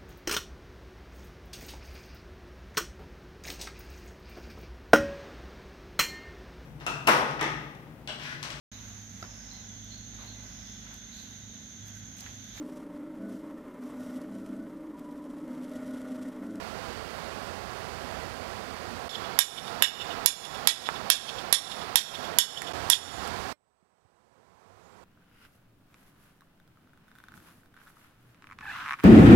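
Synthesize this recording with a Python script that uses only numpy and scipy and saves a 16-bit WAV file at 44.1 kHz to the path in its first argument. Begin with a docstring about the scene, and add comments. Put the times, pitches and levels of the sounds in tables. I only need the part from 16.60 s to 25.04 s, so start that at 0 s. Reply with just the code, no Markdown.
"""Hammering a steel stake

Wind in trees and far traffic rush behind an idling engine. A cut leads into hammering on a building site: each
impact cracks, excites the modes of hammer and stake, which wet soil damps, and echoes off buildings, while the
camera's gain control ducks. Small knocks sound around the site, and one loud, bright echo follows the last
blow, heard from beside bushes. Then a quiet yard fades in, with a bird."""
import sys
import numpy as np
from scipy import signal
from scipy.fft import rfft, irfft, next_fast_len
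from scipy.io import wavfile
from scipy.ndimage import uniform_filter1d, minimum_filter1d

SR = 44100
rng = np.random.default_rng(int(sys.argv[2]) if len(sys.argv) > 2 else 0)


def master(y):
    """Save y as 16-bit WAV."""
    cut = np.clip(np.atleast_2d(y).T, -1, 1)
    pcm = np.round(cut * 32767)  # scale
    wavfile.write(sys.argv[1], SR, pcm.astype(np.int16))


N = 372204
TIME = np.arange(N) / SR
WORK_START_S, BUSHES_START_S, YARD_START_S = 2.49, 6.132, 6.93


def from_db(db):
    """Decibels to amplitude ratio."""
    return 10 ** (np.asarray(db) / 20)


def rms_one(x):
    """Normalisation to rms 1."""
    return x / np.sqrt(np.mean(x ** 2) + 1e-20)


def butter(x, hz, kind):
    """Second-order Butterworth low- or high-pass."""
    return signal.sosfilt(signal.butter(2, hz, kind, fs=SR, output="sos"), x)


def noise(spectrum, size):
    """Spectral shaping of white noise by (frequency_hz, level_db) points; rms 1."""
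    hz, db = np.transpose(spectrum)
    gain = from_db(np.interp(np.log(np.fft.rfftfreq(size, 1 / SR) + 1), np.log(hz), db))
    return rms_one(irfft(rfft(rng.standard_normal(size)) * gain, size))


def drift(rate_hz, t=TIME):
    """Random modulation with a spread of about 1."""
    return np.interp(t * rate_hz, np.arange(400), rng.standard_normal(400))


def decay(t, t60_s):
    """Exponential damping: 60 dB down at t60_s."""
    return np.exp(-np.log(1000) * t / t60_s)


def add(track, start_s, sound):
    """Superposition of a sound on the track."""
    start = round(start_s * SR)
    track[start:start + len(sound)] += sound[:N - start]


# Background spectrum at each listening place: frequency_hz, relative_density_db
TENT_SPECTRUM = [(15, -45), (25, -20), (39, -17), (70, -4), (145, -7), (229, -3), (293, -6), (591, -3),
                 (641, -2), (887, -5.5), (1370, -7), (2410, -14.5), (4490, -19.5), (12500, -33.5),
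                 (16000, -45)]
WORK_SPECTRUM = [(15, -34.5), (25, -8.5), (249, -3), (384, -4.5), (489, -2), (591, -3.5), (677, 1),
                 (887, -2), (1330, -3.5), (2350, -12.5), (4490, -16), (8140, -28.5), (11000, -31.5),
                 (16000, -37)]
BUSHES_SPECTRUM = [(15, -58.5), (25, -18), (87, -1), (145, -10), (270, -7), (591, -9.5), (677, -4.5),
                   (1190, -8.5), (1330, -8), (2350, -17), (4610, -20.5), (14000, -38.5), (16000, -44)]
YARD_SPECTRUM = [(15, -46), (25, -14), (102, -4.5), (141, -11), (175, -6.5), (344, -10.5), (373, -7),
                 (607, -7), (936, -6.5), (2910, -24.5), (7310, -29), (16000, -43)]

def wind_and_traffic(tent_db=-35, work_db=-33, bushes_db=-31, dip_db=10, dip_s=0.12, fade_db_per_s=16.5):
    """Broadband noise of wind in trees and far traffic; each place has its own spectrum and level."""
    place = np.searchsorted([WORK_START_S, BUSHES_START_S, YARD_START_S], TIME)
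    spectra = (TENT_SPECTRUM, WORK_SPECTRUM, BUSHES_SPECTRUM, YARD_SPECTRUM)
    rush = np.choose(place, [noise(spectrum, next_fast_len(N))[:N] for spectrum in spectra])
    dip = np.clip(1 - (TIME - WORK_START_S) / dip_s, 0, 1)
    yard_db = -73.5 + fade_db_per_s * (TIME - YARD_START_S)
    level_db = np.choose(place, [tent_db, work_db - dip_db * dip, bushes_db, yard_db])
    return butter(rush, 36, "high") * from_db(uniform_filter1d(level_db, size=300) + drift(6.8) / 2)


# Low orders of the idling engine: frequency_hz, rms_db
ENGINE_ORDERS = [(55, -53.5), (82.5, -50.5), (112, -57.5), (269.5, -60.5)]

def engine(speed_wander=0.016):
    """Engine orders share one shaft, so their frequencies waver together with its speed."""
    shaft_time = np.cumsum(1 + speed_wander * drift(6.28)) / SR
    hum = sum(from_db(db + 2 * drift(10.3)) * np.sqrt(2) * np.sin(2 * np.pi * hz * shaft_time)
              for hz, db in ENGINE_ORDERS)
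    return hum * (TIME < WORK_START_S)


# Narrow hiss band of the camera's mechanism: frequency_hz, relative_density_db
HISS_SPECTRUM = [(3500, -33), (4300, -7.5), (4600, -3), (4900, -8), (6000, -24)]

def camera_noise(hiss_db=-52.5, line_db=-82.5, whine_db=-81.5):
    """Self-noise: hiss and a line-frequency whistle, which give way to a thin whine in the yard."""
    hiss = from_db(hiss_db) * noise(HISS_SPECTRUM, N)
    whistle = from_db(line_db) * np.sin(2 * np.pi * 15625 * TIME)
    whine = from_db(whine_db) * np.sin(2 * np.pi * 8000 * TIME)
    return np.where(TIME < YARD_START_S, hiss + whistle, whine)


def tilt_db(hz, hardness_db, reference_hz=11340):
    """Spectral tilt: a harder contact is shorter and puts more energy into high frequencies."""
    return hardness_db * hz / reference_hz


# Spectrum of the contact: frequency_hz, relative_density_db
CRACK_SPECTRUM = [(100, -22.5), (600, -5.5), (1000, -3.5), (2200, -4.5), (3500, 5.5), (5500, -3.5),
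                  (9000, -1), (11500, -1.5), (12500, -4), (14500, -6), (15700, -29.5)]

def contact_crack(t, hardness_db, gain_db=-2, t60_s=0.03):
    """Impact transient: a noise burst, louder and brighter for a harder contact."""
    spectrum = [(hz, db + tilt_db(hz, hardness_db)) for hz, db in CRACK_SPECTRUM]
    return from_db(gain_db + hardness_db / 2) * noise(spectrum, len(t)) * decay(t, t60_s)


def ring(modes, t, hardness_db, rattle_rad=0):
    """Free vibration as a sum of damped modes; rattling modulates their phases."""
    out = 0
    for k, (hz, db, t60_s) in enumerate(modes):
        gain = (-1) ** k * from_db(db + tilt_db(hz, hardness_db) + rng.standard_normal() / 2)
        flutter = rattle_rad * drift(400, t)
        out = out + gain * np.sin(2 * np.pi * hz * t + flutter) * decay(t, t60_s)
    return out


# Modes of the stake: frequency_hz, relative_level_db, t60_s
STAKE_MODES = [(880, -10.5, .025), (963, -5, 0.021), (1616, -11.5, .06), (1876, -10.5, 0.052),
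               (2270, -16.5, 0.023), (2570, -19, 0.044), (2890, -7, .024), (3050, -12.5, 0.042),
               (3390, -4.5, 0.053), (3502, -6, 0.08), (3664, -4, 0.051), (3860, -18, .025),
               (4420, -12, 0.051), (5124, -6.5, 0.039), (5350, -6.5, 0.055), (5550, -6.5, 0.046),
               (5695, -8, .025), (6560, -8.5, 0.021), (7030, -5.5, .045), (7180, -7, 0.03),
               (7530, -11, 0.041), (8960, -4, 0.019), (10030, -9.5, 0.031), (10590, -1.5, .03)]

def stake_clank(t, hardness_db, gain_db=-5.5):
    """Inharmonic modes of a rattling steel stake, quickly damped by the soil."""
    return from_db(gain_db) * ring(STAKE_MODES, t, hardness_db, rattle_rad=0.5)


# Modes of the hammer face: frequency_hz, relative_level_db, t60_s
FACE_MODES = [(11090, -2, .017), (11340, 0, .022), (11660, -1, .016)]

def hammer_ping(t, hardness_db, gain_db):
    """A small, stiff body has high natural frequencies: the hammer face pings briefly."""
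    return from_db(gain_db) * ring(FACE_MODES, t, hardness_db)


def scatter(envelope):
    """Diffuse scattering: random paths under an envelope, with a flat spectrum and energy near 1."""
    size = len(envelope)
    spectrum = rfft(rng.standard_normal(size) * envelope, 2 * size)
    local_power = np.abs(uniform_filter1d(np.abs(spectrum) ** 2, size=110)) + 1e-20
    return irfft(spectrum / np.sqrt(local_power))[:size]


# Early reflections from pipes and fences: delay_s, relative_level_db
EARLY_REFLECTIONS = [(0.0127, -12), (.0185, -8.5), (.0255, -18.5)]
# Echoes from the buildings: delay_s, spread_s, relative_level_db
BUILDING_ECHOES = [(0.183, 0.0079, -21.5), (0.191, 0.0051, -14), (0.288, .006, -22.5)]

def site_response(t, echo_db, tail_db=-9, echo_hz=2950):
    """Impulse response: scatter from pipes and fences, a reverberant tail and band-limited echoes."""
    near = scatter(decay(t, t60_s=0.16) * np.clip(t / 0.011, 0, 1) ** 2)
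    for delay_s, db in EARLY_REFLECTIONS:
        add(near, delay_s + 0.0002 * rng.standard_normal(), from_db([db]))
    tail = from_db(tail_db) * scatter(decay(t, t60_s=0.71) * np.clip(t / 0.035, 0, 1))
    reverberation = butter(butter(near, 9000, "low") + butter(tail, 7800, "low"), 1500, "high")
    echoes = sum(from_db(db + echo_db) * scatter(np.exp(-0.5 * ((t - delay_s) / spread_s) ** 2))
                 for delay_s, spread_s, db in BUILDING_ECHOES)
    return reverberation + signal.lfilter(*signal.iirpeak(echo_hz, Q=2.9, fs=SR), echoes)


# Blows on the stake: start_s, strength_db, hardness_db, ping_db
# Only the tail of the first is heard; the last is a rebound.
HAMMER_BLOWS = [(2.36, -2, -6, -1), (2.789, 1, 3, -0.5), (3.2228, 2, -5.5, 2.5), (3.6595, -0.5, 6.5, -2),
                (4.0726, 2.5, -4.5, 2), (4.5008, 1.5, 1, -0.5), (4.9262, -0.5, 4, -3), (5.3567, 2, 1, -1.5),
                (5.7858, 1.5, 3, -1.5), (6.2996, 1.5, 3.5, -5), (6.3247, -10.5, 5.5, -9.5)]

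def hammering(rise_s=0.0009, ping_scatter_db=-6.5, bushes_echo_db=-9):
    """Impact excitation: each blow arrives directly and convolved with the site's response."""
    out, t = np.zeros(N), np.arange(3 * SR // 4) / SR
    onset = np.clip(t / rise_s, 0, 1)
    for start_s, strength_db, hardness_db, ping_db in HAMMER_BLOWS:
        clank = onset * (contact_crack(t, hardness_db) + stake_clank(t, hardness_db))
        ping = onset * hammer_ping(t, hardness_db, ping_db)
        response = site_response(t, bushes_echo_db * (start_s > BUSHES_START_S))  # echoes are weaker in this view
        radiated = clank + from_db(ping_scatter_db) * ping  # the ping is beamed, so less of it scatters
        reflected = signal.fftconvolve(radiated, response)[:len(t)]
        add(out, start_s, from_db(strength_db) * (clank + ping + reflected))
    return out * (TIME > WORK_START_S) * (TIME < YARD_START_S)


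def resonate(pulse, hz, width_hz):
    """Response of a damped resonator, low-passed an octave above its centre; peak 1."""
    radius = np.exp(-np.pi * width_hz / SR)
    poles = [1, -2 * radius * np.cos(2 * np.pi * hz / SR), radius ** 2]
    out = butter(signal.lfilter([1, 0, -1], poles, pulse), 2 * hz, "low")
    return out / np.abs(out).max()


# Small knocks around the site, and one loud, bright echo of the last hammer blow: start_s, body_peak_db,
# centre_hz, bandwidth_hz, tick_peak_db
KNOCKS_AND_ECHO = [(4.2892, -3.5, 1010, 990, -19), (6.0197, -13.5, 1920, 400, -10.5),
                   (6.3327, 8.5, 3400, 129, -24.5), (6.677, -26, 2970, 2000, -18.5),
                   (7.226, -56, 190, 40, -90), (7.45, -55, 100, 25, -90)]

def knocks_and_echo(scatter_db=-26.5, scatter_t60_s=0.092):
    """Damped resonance: a pulse and its scatter excite a body resonance and a bright tick."""
    out, t = np.zeros(N), np.arange(SR // 4) / SR
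    for start_s, body_db, centre_hz, width_hz, tick_db in KNOCKS_AND_ECHO:
        pulse = (t == 0) + from_db(scatter_db) * rng.standard_normal(len(t)) * decay(t, scatter_t60_s) / 2
        body = from_db(body_db) * resonate(pulse, centre_hz, width_hz)
        tick = from_db(tick_db) * resonate(pulse, hz=6100, width_hz=9000)
        add(out, start_s, body + tick)
    return out


# Calls of a far bird: start_s, length_s, start_hz, end_hz, peak_db
BIRD_CHIRPS = [(7.96, 0.082, 6270, 6100, -78), (8.21, 0.1, 6240, 7300, -66), (8.295, .07, 7450, 7550, -64)]

def bird():
    """Linear frequency sweeps: thin whistles that swell and fade."""
    out = np.zeros(N)
    for start_s, length_s, start_hz, end_hz, peak_db in BIRD_CHIRPS:
        pitch_hz = np.linspace(start_hz, end_hz, int(length_s * SR))
        whistle = np.sin(2 * np.pi * np.cumsum(pitch_hz) / SR)
        add(out, start_s, from_db(peak_db) * np.hanning(len(whistle)) * whistle)
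    return out


def cut_gaps(gap_s=0.0042):
    """Gating: the sound drops out for an instant just as the scene changes to each new view of the work."""
    gates = [1 - np.exp(-((TIME - cut_s + gap_s / 2) / gap_s) ** 4)
             for cut_s in (WORK_START_S, BUSHES_START_S)]
    return np.prod(gates, axis=0)


def scene():
    """Superposition of all sources at one microphone, wired to the right channel."""
    mix = wind_and_traffic() + engine() + camera_noise() + hammering() + knocks_and_echo() + bird()
    return np.array([np.zeros(N), cut_gaps() * mix])


def gain_control(x, threshold_db=-9, attack_s=0.0012, hold_s=0.091, release_db_per_s=61.5):
    """Limiting: sound above the threshold pulls the gain down; it holds, then creeps back."""
    level_db = 10 * np.log10(np.abs(uniform_filter1d(x ** 2, size=64)) + 1e-12)
    excess_db = np.maximum(level_db - threshold_db, 0)
    half_hold = int(hold_s * SR) // 2
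    held_db = -minimum_filter1d(-excess_db, 2 * half_hold + 1, origin=half_hold)
    duck_db = np.maximum.accumulate(held_db + release_db_per_s * TIME) - release_db_per_s * TIME
    pole = np.exp(-1 / (attack_s * SR))
    return x * from_db(-signal.lfilter([1 - pole], [1, -pole], duck_db))


def motor_notches(x, motor_hz=300, depth=0.5, memory=0.71):
    """Comb filtering: the camera subtracts what repeats with its motor, notching each harmonic."""
    delay = np.zeros(SR // motor_hz - 1)
    repeating = signal.lfilter(np.r_[0, delay, 1 - memory], np.r_[1, delay, -memory], x)
    return x - depth * repeating


def record(dry, leak_db=-33, treble_leak_db=-30.5, floor_db=-87, floor_hz=500, cutoff_hz=15700):
    """Limiting, notches and overload on the right; inverted crosstalk on the left; noise in both."""
    right = np.clip(motor_notches(gain_control(dry[1])), -1, 1)
    left = -from_db(leak_db) * right - from_db(treble_leak_db) * np.diff(right, prepend=0)
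    pole = np.exp(-2 * np.pi * floor_hz / SR)
    circuit_noise = rms_one(signal.lfilter([1], [1, -pole], rng.standard_normal((2, N))))
    low_pass = signal.ellip(10, 0.1, 80, cutoff_hz, fs=SR, output="sos")
    return signal.sosfilt(low_pass, np.array([left, right]) + from_db(floor_db) * circuit_noise)


dry = scene()
out = record(dry)
master(out)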